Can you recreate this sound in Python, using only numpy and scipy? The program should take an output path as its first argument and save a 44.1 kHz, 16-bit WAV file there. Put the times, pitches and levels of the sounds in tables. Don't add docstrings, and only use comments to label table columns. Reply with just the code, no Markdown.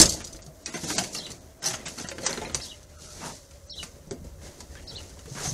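import sys
import numpy as np
from scipy import signal
from scipy.fft import rfft, irfft, next_fast_len
from scipy.io import wavfile
from scipy.ndimage import uniform_filter1d, map_coordinates

SR = 44100
rng = np.random.default_rng(int(sys.argv[2]) if len(sys.argv) > 2 else 0)


def elevation(decibels):
    levels = np.asarray(decibels, float)
    return 10 ** (levels / 20)


def unload_wav(signal):
    wavfile.write(
        sys.argv[1],
        SR,
        np.round(np.clip(np.atleast_2d(signal).T, -1, 1) * 32767).astype(np.int16),
    )


N = 243873

# [f/Hz, density/dB per Hz]
HISS_SPECTRUM = [(1470, -54), (2500, -19.5), (4110, -6.5), (5280, -4.5), (6300, -1.5), (8040, -8),
                 (10100, -12.5), (11900, -17.5), (14100, -28), (15500, -40)]
# [f/Hz, density/dB per Hz]
SCRAPE_SPECTRUM = [(410, -22), (700, -8.5), (2110, -6.5), (2300, -10), (2860, -10), (3800, -13.5),
                   (4940, -33), (8360, -120)]
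# [f/Hz, density/dB per Hz]
BODY_SPECTRUM = [(59, -33), (100, -2.5), (227, -2.5), (272, -2.5), (400, -4.5), (594, -6.5), (1000, -17.5),
                 (1300, -45), (2200, -120)]
# [t/s, level/dB]
BREEZE_LEVEL = [(0, 1.5), (2.5, -0.5), (2.7, -4), (3.7, -1.5), (4.1, 0), (5.53, -0.5)]


def unit(x):
    return x / np.sqrt(np.mean(x ** 2) + 1e-20)


def along(points, hz):
    f, v = np.transpose(points)
    return np.interp(np.log(hz + 1), np.log(f + 1), v)


def curves(rows):
    s, *cols = np.transpose(rows)
    return [np.interp(np.arange(N) / SR, s, c) for c in cols]


def wobble(rate_hz):
    knots = rng.standard_normal(int(N * rate_hz / SR) + 4)
    return map_coordinates(knots, [np.arange(N) * rate_hz / SR])


def filtered(x, response):
    m = next_fast_len(N + SR // 2)
    return irfft(rfft(x, m) * response(np.fft.rfftfreq(m, 1 / SR)), m)[..., :N]


def resonance(modes):
    def response(f):
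        total = 0
        for k, (centre, width, db) in enumerate(modes):
            damping = 1j * f * width
            total = total + (-1) ** k * elevation(db) * damping / (centre * centre - f * f + damping + 1)
        return total
    return response


def rush(spectrum, grain_db, patchy_db=0.):
    rough = rng.standard_normal(N) * elevation(grain_db * wobble(350) + 0.41 * grain_db * wobble(45))
    z = signal.stft(rough, nperseg=512)[2]
    field = uniform_filter1d(rng.standard_normal(z.shape), size=3, axis=0)
    field = uniform_filter1d(field, size=5, axis=1)
    rough = signal.istft(z * elevation(patchy_db * unit(field)), nperseg=512)[1][:N]
    return unit(filtered(rough, lambda hz: elevation(along(spectrum, hz))))


def echoes(x, t60s, delay_s):
    hz, t, z = signal.stft(rng.standard_normal(SR // 2), SR, nperseg=256)
    tail = signal.istft(z * elevation(-60 * t / along(t60s, hz)[:, None]), SR, nperseg=256)[1]
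    delayed = np.pad(x, (round(delay_s * SR), 0))
    return signal.fftconvolve(delayed, tail / np.linalg.norm(tail))[:N]


def surroundings():
    # [t/s, f/Hz, level/dB]
    hum_track = [
        (0, 638, -59),
        (2.6, 630, -62),
        (3.4, 562, -60.5),
        (5.53, 571.6, -62),
    ]
    # [f/Hz, density/dB per Hz]
    air_spectrum = [(59, -31), (100, -17.5), (404, -19), (468, -2), (629, -16.5), (761, -25.5), (1020, -8),
                    (2140, -16.5), (2290, -35), (3640, -46), (4220, -41), (5790, -16), (15600, -19)]
    # [t/s, level/dB]
    traffic_level = [(0, -24), (.06, -37.5), (.3, -51), (.71, -57), (.85, -49.5), (1.17, -55), (1.4, -51),
                     (1.66, -61), (1.8, -53.5), (2.45, -50.5), (2.55, -43), (2.66, -55), (3.1, -50.5),
                     (3.48, -53), (4.28, -46.5), (4.99, -44.5), (5.3, -48.5), (5.53, -44)]
    # [f/Hz, density/dB per Hz]
    rumble_spectrum = [(12, -33), (20, -20), (27, -8), (75, 0.5), (91, -1), (108, -16), (150, -10),
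                       (200, -28.5), (330, -120)]
    hum_hz, hum_db = curves(hum_track)
    phase = 2 * np.pi * np.cumsum(hum_hz + 32 * wobble(150)) / SR
    hum = np.sqrt(2) * np.sin(phase) * elevation(hum_db + 2.5 * wobble(30))
    air = elevation(-62 + curves(BREEZE_LEVEL)[0]) * rush(air_spectrum, grain_db=0)
    traffic_db = curves(traffic_level)[0] + 1.2 * wobble(6.9)
    return air + elevation(traffic_db) * rush(rumble_spectrum, grain_db=2.0) + hum


def sparrow():
    # [t/s, time stretch, pitch factor, level/dB, second note's top f/Hz]
    chirp_rows = [
        (1.162, .95, .99, -34.5, 3980),
        (2.611, 1.0, .98, -38.5, 3950),
        (3.696, .92, 1.0, -35, 4000),
        (4.873, 1.0, .99, -42, 4500),
    ]
    # [lead-in/dB, arch top/dB, second note/dB, second note's pitch factor, falling end/dB]
    voicing = [
        (-20, -2, -4, 1.11, -1),
        (-20, 6, -4, 1.0, 5),
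        (-3, -1, -6, 1.09, 5),
        (-4, 2, 7, 1.0, -6),
    ]
    # [t from start/s, f/Hz, level/dB]
    lead_in = [(-.035, 6100, -40), (-.025, 6050, -19), (-.008, 6000, -21), (-.005, 6000, -50)]
    # [t from start/s, f/Hz, level/dB]
    arch = [(-.003, 3800, -50), (.002, 4150, -2), (.007, 5200, -5), (.016, 5600, -5), (.022, 4600, -3),
            (.029, 3950, -2), (.035, 3700, -18)]
    # [t from start/s, f/Hz, level/dB]
    peaked = [(.046, 3300, -14), (.065, 3350, -17), (.082, 3650, -14), (.093, 4350, -2), (.097, 3800, -8),
              (.102, 3100, -7), (.112, 2900, -5), (.12, 2850, -14), (.127, 2800, -40)]
    # [delay/s, level/dB]
    perch_walls = [(.0031, -3), (.0078, -6), (.0133, -9), (.027, -12)]
    song = np.zeros(N)
    when, hz, db = np.transpose(lead_in + arch + peaked)
    quiver, flutter_db = 1 + 0.017 * wobble(500), 3.5 * wobble(350)
    lead, top, second = when < -.004, (hz > 5000) & (when > 0), when > .07
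    peak = second & (hz > 3500)
    for chirp, voice in zip(chirp_rows, voicing):
        s, stretch, pitch, level_db, top_hz = chirp
        lead_db, top_db, second_db, lift, end_db = voice
        t = np.arange(N) / SR - s
        sung_hz = np.where(peak, np.minimum(hz * pitch * lift, top_hz), hz * pitch)
        sung_db = db + lead_db * lead + top_db * top + second_db * second + end_db * (when > .1)
        sung_db = sung_db + 60 * (lift - 1) * (peak & (hz < 4000))
        glide_hz = uniform_filter1d(np.interp(t, when * stretch, sung_hz), size=50) * quiver
        envelope_db = level_db + np.interp(t, when * stretch, sung_db, -120, -120) + flutter_db
        song += elevation(envelope_db) * np.sin(2 * np.pi * np.cumsum(glide_hz) / SR)
    return song + sum(elevation(db) * np.pad(song, (round(s * SR), 0))[:N] for s, db in perch_walls)


def strokes():
    # [peak t/s, rise/s, fall/s, hiss/dB, scrape rel/dB]
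    stroke_rows = [(0.0, .05, 0.14, -21.5, 0), (.17, 0.096, 0.33, -43, -8), (.86, 0.33, 0.34, -36.5, -27),
                   (0.906, 0.16, 0.4, -30, -9), (1.2, 0.3, 0.42, -46.5, -3),
                   (1.311, 0.093, 0.061, -46.5, -2.5), (1.8, 0.3, 0.4, -51.5, 1.5),
                   (2.02, 0.43, 0.49, -42.5, -13), (2.4, 0.83, 0.92, -48, 0),
                   (2.66, 0.36, 0.26, -44.5, -26), (3.05, 0.22, 0.77, -45.5, -14.5),
                   (3.26, 0.26, 0.2, -40.5, -5), (3.35, 0.57, 0.5, -52, -44), (3.8, 0.27, 0.19, -45.5, -12),
                   (4.47, 0.23, 0.45, -50.5, -5), (4.79, 0.27, 1, -65, -1), (4.99, 1, 0.85, -50.5, -6),
                   (5.46, 0.37, 0.71, -36.5, -12)]
    s, rise, fall, db, scrape_db = np.transpose(stroke_rows)[:, :, None]
    t = np.arange(0, N, 64) / SR - s
    loss_db = 33 * np.where(t < 0, -t / np.abs(rise), t / np.abs(fall))
    shape = elevation(db - loss_db)

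    def total(rel_db, rest_db):
        power = np.sum((shape * elevation(rel_db)) ** 2, axis=0) + elevation(rest_db) ** 2
        return np.repeat(10 * np.log10(power), 64)[:N]
    return total(0, -63), total(scrape_db, -67.5)


def cloth():
    hiss_db, scrape_db = strokes()
    body_db = -7.5 + curves(BREEZE_LEVEL)[0] + 0.74 * scrape_db
    shared_db = 1.0 * wobble(25)
    hiss = elevation(hiss_db + shared_db) * rush(HISS_SPECTRUM, grain_db=1.24, patchy_db=0.0)
    scrape = elevation(scrape_db + shared_db) * rush(SCRAPE_SPECTRUM, grain_db=0.7, patchy_db=2.5)
    return hiss + scrape + elevation(body_db + shared_db) * rush(BODY_SPECTRUM, grain_db=2.0)


def rubs():
    # [t/s, length/s, f/Hz, width/Hz, level/dB]
    rub_rows = [(0, .05, 310, 50, -32), (.98, 0.045, 720, 120, -35), (1.63, .12, 160, 32, -44.5),
                (2.931, 0.27, 1350, 260, -58), (2.98, 0.15, 2800, 150, -66), (3.0, 0.24, 5900, 270, -63),
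                (3.2, 0.125, 790, 1000, -42), (4.107, .04, 340, 110, -46), (4.752, .06, 2100, 1800, -55),
                (5.247, 0.63, 128, 49, -45), (5.345, .15, 1250, 1500, -42), (5.29, .06, 6200, 500, -52),
                (5.425, .105, 6200, 780, -34)]
    t, out = np.arange(N) / SR, np.zeros(N)
    for s, length, hz, width, db in rub_rows:
        level = elevation(db + 2.5 * wobble(40))
        swell = np.sqrt(np.sin(np.pi * np.clip((t - s) / length, 0, 1)).clip(0))
        mode = resonance([(hz, width, 0)])
        out += level * swell * unit(filtered(rng.standard_normal(N), lambda f: mode(f) ** 2))
    return out


def decaying_tones(rows, attack_s):
    out, t = np.zeros(N + SR), np.arange(SR // 4) / SR
    for s, hz, db, t60 in rows:
        envelope = elevation(db - 60 * t / t60) * (1 - np.exp(-t / attack_s))
        out[round(s * SR):][:len(t)] += envelope * np.sin(2 * np.pi * hz * t)
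    return out[:N]


def panel_thumps():
    # [t/s, f/Hz, peak/dB, t60/s]
    thump_rows = [(.001, 316.5, -13.5, 0.084), (.012, 163, -23, 0.22), (.022, 623, -21.5, 0.086),
                  (.004, 59.4, -19, 0.19), (.03, 115, -24, 0.11), (.06, 178, -25, .1), (.34, 50, -37, 0.21),
                  (.475, 150, -36, 0.16), (.742, 345, -34, 0.19), (.752, 167, -37, 0.21),
                  (.745, 628, -41.5, 0.18), (.831, 166, -29, 0.071), (0.834, 332, -32, .1),
                  (.848, 150, -37.5, 0.13), (.875, 304, -35, .2), (.905, 300, -32, 0.22),
                  (0.907, 433, -40, 0.09), (.985, 189, -30, 0.21), (1.655, 802, -37.5, 0.34),
                  (1.66, 645, -36, 0.27), (1.682, 368, -36.5, 0.21), (1.976, 240, -34.5, 0.093),
                  (1.86, 161, -37, 0.16), (2.043, 190, -32, 0.093), (2.185, 280, -36, .06),
                  (2.2, 563, -39, .08), (2.33, 900, -37, .06), (2.24, 522, -36.5, .3),
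                  (2.285, 391, -30.5, .15), (2.288, 546, -35, 0.17), (2.37, 236, -31, 0.082),
                  (2.38, 415, -21.5, 0.045), (2.417, 420, -31, 0.14), (2.42, 863, -29, 0.06),
                  (2.47, 522, -29.5, 0.06), (2.565, 130, -37, 0.11), (3.229, 189, -31, 0.055),
                  (3.258, 162, -29, 0.071), (3.275, 930, -33.5, 0.097), (4.109, 403, -27.5, 0.079),
                  (4.111, 108, -28.5, 0.072), (4.13, 261, -34, .15), (4.216, 186, -31, 0.054),
                  (4.604, 980, -43.5, 0.071), (5.277, 444, -30.5, 0.037), (5.314, 134, -28.5, 0.098),
                  (5.452, 745, -26, 0.051), (5.475, 139, -19.5, 0.055), (5.517, 152, -25, .1)]
    return decaying_tones(thump_rows, attack_s=0.0024)


def metal_pings():
    # [t/s, f/Hz, peak/dB, t60/s]
    ping_rows = [(.0135, 8360, -4.5, 0.018), (.0245, 7470, -8, 0.016), (.6595, 5730, -27.5, 0.034),
                 (.665, 2530, -33.5, 0.065), (.754, 6250, -28, 0.033), (1.149, 6010, -30, .04),
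                 (1.152, 2770, -28, 0.025), (1.9855, 4360, -29, 0.023), (1.9775, 1320, -37, 0.018),
                 (2.0868, 6430, -21.5, 0.0095), (2.1145, 1500, -29, 0.014), (2.1835, 1590, -39, 0.02),
                 (2.185, 4580, -37, .03), (2.3292, 4260, -22, .015), (2.3755, 4100, -29, 0.024),
                 (2.4153, 3700, -37, .03), (2.436, 6800, -33, 0.011), (2.457, 4060, -32.5, 0.036),
                 (2.497, 4240, -37, 0.019), (4.7545, 1610, -38, 0.018), (4.77, 3250, -49, .06),
                 (4.771, 1730, -43.5, 0.063), (5.172, 1000, -44.5, .03)]
    return decaying_tones(ping_rows, attack_s=0.00024)


def rattle(hiss, scrape, body):
    bright = hiss[:N] * rush(HISS_SPECTRUM, grain_db=2.5, patchy_db=3.5)
    middle = scrape[:N] * rush(SCRAPE_SPECTRUM, grain_db=1.24, patchy_db=2.5)
    return bright + middle + elevation(-2) * body[:N] * rush(BODY_SPECTRUM, grain_db=2.0, patchy_db=3.0)


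def slides():
    # [t/s, peak/dB, scrape rel/dB, thud rel/dB, t60/s]
    slide_rows = [(0.079, -21, -30, -23, 0.076), (0.091, -4.5, -42, -20, 0.059),
                  (0.662, -26, -0.5, 0.5, 0.29), (0.738, -20, 1.5, 3, 0.16), (0.829, -19.5, -7, 2.5, 0.22),
                  (0.898, -17.5, 2.5, -2, 0.086), (1.1217, -21, -34, -13, 0.33),
                  (1.18, -33.5, 8.5, -23, 0.085), (1.6182, -20.5, -5.5, -6.5, 0.15),
                  (1.636, -16.5, -6.5, -17, 0.16), (1.6548, -8.5, -15, -21, 0.11),
                  (1.667, -17.5, -6, -3, 0.1), (1.7, -24.5, -1, 3, 0.18), (1.733, -18.5, 1, -14, 0.073),
                  (1.8538, -14.5, -5, -22.5, 0.14), (1.978, -20.5, -2.5, -7, 0.085),
                  (1.996, -24, -4.5, -2, 0.13), (2.041, -32, 9.5, 10.5, 0.1), (2.197, -26, -5, -5, 0.37),
                  (2.226, -25.5, -12, -4, 0.27), (2.246, -22, -6, -5, 0.15), (2.272, -27, 2, 0, 0.24),
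                  (2.2907, -35.5, 6.5, 9, 0.17), (2.335, -35.5, 0, 0, 0.085), (2.38, -42, 6, 8, 0.13),
                  (2.42, -37, 8, 3, 0.067), (2.455, -28, 3.5, 10, 0.1), (3.24, -25, -12, -0.5, 0.33),
                  (3.83, -35, -7, -13, 0.35), (4.4134, -39, -1, -5, 0.1), (4.2375, -37.5, -7, 11, 0.17),
                  (4.5755, -38, -14, 9, 0.26), (5.33, -40, -9, 4, 0.85), (5.394, -29.5, -3, 6.5, 0.24),
                  (5.444, -27.5, -1, -2, 0.12)]
    t = np.arange(SR // 2) / SR
    hiss, scrape, body = np.zeros((3, N + SR))
    for s, db, scrape_db, thud_db, t60 in slide_rows:
        at = slice(round(s * SR), round(s * SR) + len(t))
        swell = (1 - np.exp(-t / (0.038 * t60))) ** 2
        fade = elevation(db - 10.5 - 60 * t / t60) * swell
        hiss[at] += fade
        scrape[at] += elevation(scrape_db) * fade
        body[at] += elevation(thud_db) * fade
    return rattle(hiss, scrape, body)


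def contacts():
    # [t/s, peak/dB, thud rel/dB]
    pane_rows = [(0.0004, 2, -19.5), (0.0054, -12.5, -19), (0.0132, -5, -17), (0.016, -0.5, -22),
                 (0.0232, -12.5, -23), (0.057, -10.5, -20), (0.1205, -21, -10), (0.124, -17, -27),
                 (0.138, -22, -26), (0.142, -22.5, -24), (0.2428, -26, -19), (0.247, -30, -20),
                 (0.27, -35, -23), (0.272, -36, -23), (0.298, -46, -20), (0.327, -36.5, -20),
                 (0.33, -33, -15), (0.3614, -36, -16), (0.3655, -41, -17), (0.421, -35.5, -31),
                 (0.426, -36.5, -30), (0.464, -37.5, -1), (1.317, -28.5, -8.5), (2.8307, -39, -31),
                 (3.795, -49, -9), (3.8329, -26, -10), (3.8335, -34, -17.5), (4.073, -47.5, 14),
                 (4.432, -39, 0), (5.0944, -38.5, -17)]
    # [t/s, peak/dB, scrape rel/dB, thud rel/dB]
    latch_rows = [(0.2043, -33, 4.5, -4), (0.213, -42.5, 8, -8), (0.347, -46, 10, 11), (0.39, -52, 11, -4),
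                  (0.66, -20.5, -6.5, -22), (0.7405, -30, 5, -7), (0.982, -8, -4.5, -20),
                  (1.0386, -21.5, -2, -37), (1.1487, -20, -2.5, -11), (1.266, -31.5, 3, -3),
                  (1.304, -28.5, -9, -16), (2.087, -20, -4, -14), (2.1149, -33.5, 8.5, 8),
                  (2.1826, -34, 7, 9.5), (2.264, -7.5, -6.5, -22.5), (2.3295, -25, 1.5, -10),
                  (2.3744, -29, 7.5, -6), (2.4152, -36, 8, 9.5), (2.4483, -32.5, 7.5, -3),
                  (2.4963, -42, 14.5, 9), (2.5461, -10, -7.5, -18.5), (2.6002, -40.5, 12, -10),
                  (3.51, -40, -2.5, -18), (3.558, -51.5, 7, -11), (3.829, -27.5, 4, -13),
                  (4.1106, -24.5, -5, 1), (4.605, -30.5, -6, -17), (4.7524, -39.5, 3.5, -3),
                  (5.002, -43, 6, -15), (5.191, -41, 4, -15), (5.2573, -40, 3, 4), (5.3522, -37, 1, 3)]
    rows = [(s, db, -25.5, thud_db, 0.069, 235.4) for s, db, thud_db in pane_rows]
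    rows += [(*row, 0.074, 323) for row in latch_rows]
    places = rng.standard_normal(len(rows))
    return [(*row[:-1], row[-1] * np.exp(0.403 * place)) for row, place in zip(rows, places)]


def knocks():
    # [f/Hz, level/dB, t60/s]
    frame_modes = [(2220, -32, 5.0), (3980, -18, 0.14), (4810, -2, 0.12), (4580, 12.5, 0.082),
                   (5850, 8, 0.095), (5980, 5, 0.42), (6840, 7.5, 0.13), (8560, -3, 0.06), (8660, -8, 0.11),
                   (7970, -5.5, 0.082)]
    # [f/Hz, width/Hz, level/dB]
    crack_modes = [(1920, 1400, -13), (4850, 1580, -12.5), (6250, 3000, -3), (9930, 1580, -5)]
    t = np.arange(SR // 4) / SR
    hiss, scrape, body, ring, blow, clack = np.zeros((6, N + SR))
    for s, db, scrape_db, thud_db, t60, panel_hz in contacts():
        at = slice(round(s * SR), round(s * SR) + len(t))
        fade = elevation(db - 14.5 - 60 * t / t60) * (1 - np.exp(-t / 0.00049))
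        fade = fade * (1 + 1.28 * elevation(-60 * t / 0.016))
        hiss[at] += fade
        scrape[at] += elevation(scrape_db) * fade
        body[at] += elevation(thud_db + db - 16.0 - 60 * t / (4.54 * t60))
        chance = rng.standard_normal((len(frame_modes), 2))
        for (hz, level, life), (a, b) in zip(frame_modes, chance):
            mode_db = db - 27.0 + level + 3.1 * a - 60 * t / min(life, 0.34 * t60)
            ring[at] += elevation(mode_db) * np.sin(2 * np.pi * hz * (1 + 0.022 * b) * t)
        thump_db = db + thud_db
        ring[at] += elevation(thump_db - 8 - 60 * t / 0.07) * np.sin(2 * np.pi * panel_hz * t)
        ring[at] += elevation(thump_db - 14 - 60 * t / 0.076) * np.sin(2 * np.pi * 0.63 * panel_hz * t)
        blow[at.start] += elevation(db + 17.5)
        clack[at.start] += elevation(db + 15.0 + 0.51 * scrape_db)
    crack = filtered(blow[:N], resonance(crack_modes[1:]))
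    return rattle(hiss, scrape, body) + ring[:N] + crack - filtered(clack[:N], resonance(crack_modes[:1]))


def scene():
    # [f/Hz, t60/s]
    porch_t60 = [(150, 0.096), (1500, 0.19), (5000, 0.19), (12000, 0.13)]
    # [f/Hz, t60/s]
    yard_t60 = [(2000, 0.081), (6000, 0.16)]
    hard, bird = knocks(), sparrow()
    ceiling = elevation(-7) * np.pad(hard, (round(.0058 * SR), 0))[:N]
    metal = hard + ceiling + slides() + panel_thumps() + metal_pings()
    near = metal + elevation(-12.0) * echoes(metal, porch_t60, delay_s=0.0098)
    far = elevation(1.5) * bird + elevation(-4) * echoes(bird, yard_t60, delay_s=0.0021)
    return (near + far + rubs() + cloth() + surroundings())[None]


def thin_blocks(x):
    # [centre t/s, threshold over nearby lines/dB]
    starved = [(.095, 3), (.18, -2), (.671, 0), (.692, 0), (.714, 7), (.756, 4), (.863, 6), (.948, 5),
               (1.034, -3), (1.098, 2), (1.204, 0), (1.396, 5), (1.674, 2), (2.015, 1), (2.058, 6),
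               (2.143, 5), (2.463, 4), (2.634, -2), (2.975, 5), (3.06, 2), (3.231, 0), (3.338, 4),
               (3.722, 8), (3.743, 5), (4.852, 5), (4.895, -5)]
    # [from t/s, to t/s, top f/Hz]
    narrow = [
        (1.625, 1.77, 13600),
        (1.97, 2.07, 13200),
        (2.554, 2.6, 14000),
    ]
    startled = [.221, .413, .636, .96, 1.597, 1.853, 2.077, 2.24, 2.268, 2.525, 3.677, 4.093, 4.957]
    t, hop, lead = np.arange(N) / SR, 941, 513
    window = np.sin(np.pi * (np.arange(2 * hop) + .5) / (2 * hop))
    hz, s, lines = signal.stft(np.pad(x, (lead, 0)), SR, window, nperseg=2 * hop)
    over_db = np.full(len(s), -9.0)
    for centre, db in starved:
        over_db[np.argmin(np.abs(s - lead / SR - centre))] = db
    size, coarse = np.abs(lines), (hz > 680)[:, None]
    nearby = np.sqrt(np.abs(uniform_filter1d(coarse * size ** 2, size=60, axis=0)))
    overall = np.sqrt(np.mean(size[(hz > 900) & (hz < 12000)] ** 2, axis=0))
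    band_draws = rng.standard_normal((len(hz) // 12 + 1, len(s)))
    band_db = 3.7 * np.repeat(band_draws, 12, axis=0)[:len(hz)]
    treble_db = 6.2 * np.clip(hz / 4000 - 2.5, 0, 1)[:, None]
    step = nearby ** 0.71 * overall ** 0.35 * elevation(over_db + band_db + treble_db)
    kept = lines * (size > step * coarse)
    thinned = signal.istft(kept, SR, window, nperseg=2 * hop)[1][lead:lead + N]
    out = thinned.copy()
    spans = narrow + [(start, start + .028, 8700) for start in startled]
    for top_hz in {row[2] for row in spans}:
        gate = sum((t > start) & (t < end) for start, end, top in spans if top == top_hz).clip(0, 1)
        out -= uniform_filter1d(1.0 * gate, size=130) * filtered(thinned, lambda f: f > top_hz)
    return out


def band_limit(x):
    return signal.sosfilt(signal.butter(12, 15680, fs=SR, output="sos"), x)


def record(dry):
    held = dry / (1 + np.abs(dry) ** 8) ** (1 / 8)
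    limited = filtered(held[0], lambda hz: hz < 15680)
    mix = thin_blocks(limited)[None]
    return band_limit(mix)


dry = scene()
out = record(dry)
unload_wav(out)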